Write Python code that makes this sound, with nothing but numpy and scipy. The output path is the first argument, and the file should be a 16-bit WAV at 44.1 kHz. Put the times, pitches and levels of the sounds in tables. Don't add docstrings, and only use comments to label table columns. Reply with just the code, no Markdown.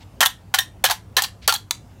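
import sys
import numpy as np
from scipy import signal
from scipy.fft import rfft, irfft
from scipy.io import wavfile
from scipy.ndimage import uniform_filter1d

SR = 44100
rng = np.random.default_rng(int(sys.argv[2]) if len(sys.argv) > 2 else 0)


def master(y):
    cut = np.clip(np.atleast_2d(y).T, -1, 1)
    pcm = np.round(cut * 32767)
    wavfile.write(sys.argv[1], SR, pcm.astype(np.int16))


N = 88200

# f/Hz, relative level/dB
AIR_COLOUR = [(15, -60), (27, -30), (44, -6), (65, 0), (105, -1), (160, -6), (300, -13), (450, -18),
              (760, -18), (1400, -26), (2000, -30.5), (3700, -35.5), (7000, -37.5), (9000, -41),
              (14000, -42.5), (16000, -47)]
# f/Hz, level/dB
HUM_TONES = [(59.2, -57.5), (76, -62), (97.5, -51.5), (120, -59.5), (182, -61.5), (245, -66), (301, -68.5)]
# t/s, length/s, level/dB
SKIN_RUBS = [(0.0, 0.043, -55.5), (1.413, 0.062, -49), (1.887, 0.061, -70.5)]
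# t/s, level/dB, centre f/Hz
FIST_THUDS = [(0.205, -33.5, 241.7), (.840, -25.5, 597), (1.167, -31.5, 445), (1.477, -26, 499)]
# t/s, level/dB, fade time/s, shimmer/dB, body/dB, treble/dB,
# the dent's low note f/Hz, its level/dB, its high note f/Hz, its level/dB, bite around that note/dB
WALL_BUCKLES = [ (0.2056, -14, 0.00977, -6.5, 1.5, -1.5, 735, -9.5, 3200, -16, 6),
                (.2115, -16, 0.0066, -12, 5.5, 0.5, 1094, -11.5, 2720, -6.5, -22),
                (0.22, -22, 0.0031, -17.5, 9, -1.5, 1420, -8, 3080, -11, 2),
                (.2280, -18, 0.0078, -17, 11, 1, 1841, 4, 3086, -1, -4),
                (.2405, -29, 0.0024, -24, 0, -9, 1301, 10, 3750, -12, 11),
                (0.2533, -23.5, 0.0027, -18, 5, 6, 930, -4, 3020, -1, 2),
                (.2590, -14, 0.0049, -18.5, -2, 3, 1666, -11, 3546, -2.5, 5),
                (0.5399, -17.5, 0.0063, -11, 4.5, -6, 775, -12, 2180, -21, -2.5),
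                (.5440, -11.5, 0.0067, -11, -3, -4.5, 1445, -10, 3088, -8.5, -6),
                (0.575, -35.5, 0.0071, 5, 10, -3.5, 1020, -13, 3670, -8, -4.5),
                (.5860, -15, 0.0034, -21.5, -7, -2, 1825, 0, 3160, -6, 7),
                (.5885, -17.5, 0.0029, -9.5, 0, 5.5, 1630, -7, 3650, 2, 8),
                (0.604, -36, 0.0076, -10.5, 1.5, 6, 1900, 2, 5570, 8.5, -1.5),
                (0.8396, -15.5, 0.0079, -17, 6, 2.5, 754, -3, 3530, -19, 4),
                (.8420, -20, 0.0041, -6.5, 5.5, 4.5, 1422, 3, 4360, -5.5, 2.5),
                (.8510, -13, 0.0077, -4.5, -10, -3, 1795, -14, 3070, -7, -6),
                (.8590, -17.5, 0.007, -15, -0.5, -10, 1683, -1.5, 3260, -7, 3.5),
                (0.8874, -23, 0.0024, -18, 0, -8.5, 803, -1.5, 3960, -8, 5),
                (.8980, -25.5, 0.009, -16, 10.5, 1, 720.8, 2, 4200, -19.5, 11.5),
                (.9085, -17.5, 0.0057, -4.5, -3.5, 0, 1017, -8, 4507, -6, 1),
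                (0.9143, -19.5, 0.0063, -17, -2.5, -3.5, 852, -1, 3180, -23.5, -5),
                (1.1666, -11, 0.0059, -0.5, 0, -2, 1057, -8.5, 4000, -4.5, -0.5),
                (1.1813, -18, 0.017, -12.5, 0, -11.5, 1773, 2, 3136, -6, -6),
                (1.2208, -17, 0.0024, -12, -9, 5, 822, -7.5, 4070, -17, 1),
                (1.2368, -21.5, 0.0069, -22, -4.5, -3.5, 824.4, -14, 4655, -4.5, 12.5),
                (1.2439, -26, 0.0069, -22, -6, -4.5, 1091, -15.5, 4040, -9, 0),
                (1.4767, -15, .006, -9, -4, 5, 812, -10, 4502, 1, 5.5),
                (1.4815, -18.5, 0.0026, 1.5, 10.5, 1.5, 1320, -30.5, 3142, -6, 14.5),
                (1.4925, -15, 0.0092, 0, -5.5, -6, 1368, 1, 4440, -4.5, -3),
                (1.524, -16, 0.0013, -11, 2.5, 1.5, 861, -1.5, 4290, -21, 11),
                (1.5386, -27.5, 0.0075, -10, -1, 7.5, 803, -0.5, 4090, 3.5, 3),
                (1.5505, -31.5, 0.0068, -23.5, 3.5, -25.5, 3390, 7.5, 4510, -19.5, 9),
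                (1.5603, -33.5, 0.0026, -21, -17, 3.5, 3380, -18, 4283, 1, 21.5)]
# f/Hz, relative level/dB
SNAP_COLOUR = [(100, -35), (300, -32.5), (430, -16.5), (600, -12), (745, 1), (1100, 1), (1800, 3),
               (2350, 0), (3200, 4), (4300, 1), (5100, -2), (5700, 1), (7000, -1.5), (10300, -5),
               (12500, -3), (16000, -7.5)]
# f/Hz, relative level/dB, ring time/s (the time to fade by 60 dB)
CAN_NOTES = [(554.6, -22.5, 0.098), (762, -10, 0.1), (847, -20, 0.16), (1006, -24, 0.225),
             (1100, -7.5, 0.069), (1340, -12.5, 0.053), (1684, -15, 0.099), (1838, -18, 0.12),
             (2820, -27.5, .1), (2940, -27.5, 0.079), (3220, -11, 0.065), (3400, -18, 0.098),
             (3690, -13.5, 0.08), (4030, -11, 0.097), (4540, -21, 0.052), (5480, -15, .11),
             (5750, -13.5, .11)]
# f/Hz, ring time/s
YARD_FADES = [(300, 0.16), (900, 0.16), (2000, 0.23), (4500, 0.18), (9000, 0.21), (15000, 0.12)]
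# f/Hz, relative level/dB, ring time/s
CLICK_NOTES = [(961.3, -20.5, 0.065), (1426, -21, .015), (1735, -19, 0.038), (2230, -25, 0.041),
               (3425, -6.5, .025), (3950, 0, 0.013), (4800, -7, 0.012), (6150, -8, .012),
               (6840, -1.5, 0.008), (8560, -20, 0.0104)]


def amp(db):
    return 10 ** (np.asarray(db) / 20)


def evened(x):
    return x / np.sqrt(np.mean(x ** 2) + 1e-20)


def read(points, hz):
    f, value = np.transpose(points)
    return np.interp(np.log(hz + 1), np.log(f + 1), value)


def add(mix, start_s, sound):
    part = mix[max(round(start_s * SR), 0):][:len(sound)]
    part += sound[:len(part)]


def band_noise(edges_hz, size):
    band = signal.butter(2, edges_hz, "band", fs=SR, output="sos")
    return evened(signal.sosfilt(band, rng.standard_normal(size)))


def coloured(x, db):
    log_gain = np.log(amp(np.r_[db, db[-2:0:-1]]))
    return irfft(rfft(x) * np.exp(np.conj(signal.hilbert(log_gain)))[:len(db)])


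def night_air(level_db=-49.5, flicker_db=2):
    frames, hz = N // 512 + 5, np.fft.rfftfreq(2048, 1 / SR)
    real, imag, patches = rng.standard_normal((3, len(hz), frames))
    patches = evened(uniform_filter1d(uniform_filter1d(patches, size=16, axis=0), size=8, axis=1))
    spectrum = (real + 1j * imag) * amp(read(AIR_COLOUR, hz)[:, None] + flicker_db * patches)
    return amp(level_db) * evened(signal.istft(spectrum, nperseg=2048, noverlap=1536)[1][:N])


def distant_hum(waver=.71, waver_hz=7.3):
    out, t = np.zeros(N), np.arange(N) / SR
    for hz, db in HUM_TONES:
        tone = np.sin(2 * np.pi * (hz * t + rng.random()))
        out += amp(db) * evened(tone + waver * band_noise((hz - waver_hz, hz + waver_hz), N))
    return out


def skin_rubs(band_hz=(1775, 4760)):
    out = np.zeros(N)
    for start_s, length_s, db in SKIN_RUBS:
        swell = signal.windows.tukey(int(length_s * SR), .5)
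        add(out, start_s, amp(db) * swell * band_noise(band_hz, len(swell)))
    return out


def fist_thuds(peak_s=.0045, spread=1.15):
    out, t = np.zeros(N), np.arange(SR // 10) / SR
    swell = t / peak_s * np.exp(1 - t / peak_s)
    for start_s, db, hz in FIST_THUDS:
        add(out, start_s, amp(db) * swell * band_noise((hz / spread, hz * spread), len(t)))
    return out


def snap_run(t, fade_s, shimmer_db, snaps_per_s=1400, spread_db=3):
    snap_s, shimmer_s, rise_s = .001, .013, .0007
    size, fade = len(t), np.exp(-t / fade_s)
    happens = rng.random(size) < snaps_per_s / SR
    snaps = happens * amp(spread_db * np.clip(rng.standard_normal(size), -2, 2))
    snaps[0] = amp(spread_db)
    one_snap = np.exp(-2 * t / snap_s) / snap_s
    shimmer = amp(shimmer_db) ** 2 * np.exp(-2 * t / shimmer_s) / shimmer_s
    power = abs(signal.fftconvolve((snaps * fade) ** 2, one_snap + shimmer)[:size])
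    crack = np.sqrt(power) * (1 - np.exp(-t / rise_s)) * rng.standard_normal(size)
    return evened(crack) * np.sqrt(np.mean(fade ** 2))


def ringing(notes, t, blur_share=.014, blur_at_hz=1500):
    out = np.zeros(len(t))
    for hz, db, ring_s in notes:
        blur_hz = hz * blur_share * min(hz / blur_at_hz, 2)
        drift = np.cumsum(rng.standard_normal(len(t))) * np.sqrt(2 * np.pi * blur_hz / SR)
        drift = uniform_filter1d(drift, size=130)
        out += amp(db - 60 * t / ring_s) * np.sin(2 * np.pi * (hz * t + rng.random()) + drift)
    return out


def buckle(fade_s, shimmer_db, body_db, treble_db, low_hz, low_db, high_hz, high_db, bite_db, size=8192):
    crack_db, can_db, dent_db = 7, -2, 7
    bite_octaves, detune = .22, .0067
    rise_s, build_up_s, dent_ring_s = .00074, .008, .07
    t, hz = np.arange(size) / SR, np.fft.rfftfreq(size, 1 / SR)
    tilt = [(1710, body_db), (2770, 0), (4470, 0), (6900, treble_db)]  # f/Hz, level/dB
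    bite = bite_db * np.exp(-(np.log2((hz + 1) / high_hz) / bite_octaves) ** 2)
    colour = read(SNAP_COLOUR, hz) + read(tilt, hz) + bite + crack_db
    crack = coloured(snap_run(t, fade_s, shimmer_db), colour)
    notes = [(f * (1 + detune * rng.uniform(-.99, 1)), db + can_db + read(tilt, f), ring_s)
             for f, db, ring_s in CAN_NOTES]
    notes += [(low_hz, low_db + dent_db, dent_ring_s), (high_hz, high_db + dent_db, dent_ring_s)]
    build_up = np.sqrt(fade_s / (fade_s + build_up_s))
    return crack + build_up * ringing(notes, t) * (1 - np.exp(-t / rise_s))


def yard_echo(sound, level_db=-14, delay_s=.006):
    bounces = rng.standard_normal(SR // 2) * (rng.random(SR // 2) < .1)
    hz, t, spectrum = signal.stft(bounces, SR, nperseg=256)
    fade = amp(-60 * t / read(YARD_FADES, hz)[:, None])
    tail = signal.istft(spectrum * fade, SR, nperseg=256)[1]
    out = np.zeros(N)
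    add(out, delay_s, signal.fftconvolve(sound, tail / np.linalg.norm(tail)))
    return amp(level_db) * out


def last_click(level_db=-8.5, rise_s=.00018, hiss_db=-7, hiss_s=.0031, hiss_hz=(910, 13700)):
    t = np.arange(SR // 10) / SR
    tones = ringing(CLICK_NOTES, t)
    hiss = amp(hiss_db) * np.exp(-t / hiss_s) * band_noise(hiss_hz, len(t))
    return amp(level_db) * (tones + hiss) * (1 - np.exp(-t / rise_s))


def scene():
    can = np.zeros(N)
    for start_s, db, *shape in WALL_BUCKLES:
        add(can, start_s, amp(db) * buckle(*shape))
    add(can, start_s=1.7091, sound=last_click())
    near = can + fist_thuds() + skin_rubs()
    return (near + yard_echo(near) + night_air() + distant_hum())[None]


def record(dry):
    dip_from_db, dip_share, recover_db_per_s = -26.5, .17, 35
    boost_db, ceiling, top_hz = 3, 1.05, 15950
    power_db = 10 * np.log10(abs(uniform_filter1d(dry[0] ** 2, size=300)) + 1e-12)
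    fall = np.arange(N) / SR * recover_db_per_s
    held_db = np.maximum.accumulate(power_db + fall) - fall
    dipped = dry * amp(boost_db - dip_share * np.maximum(held_db - dip_from_db, 0))
    rounded = dipped / (1 + (dipped / ceiling) ** 4) ** .25
    treble_cut = signal.firwin(301, top_hz, window=("kaiser", 8), fs=SR)
    return signal.oaconvolve(rounded, treble_cut[None], "same")


dry = scene()
out = record(dry)
master(out)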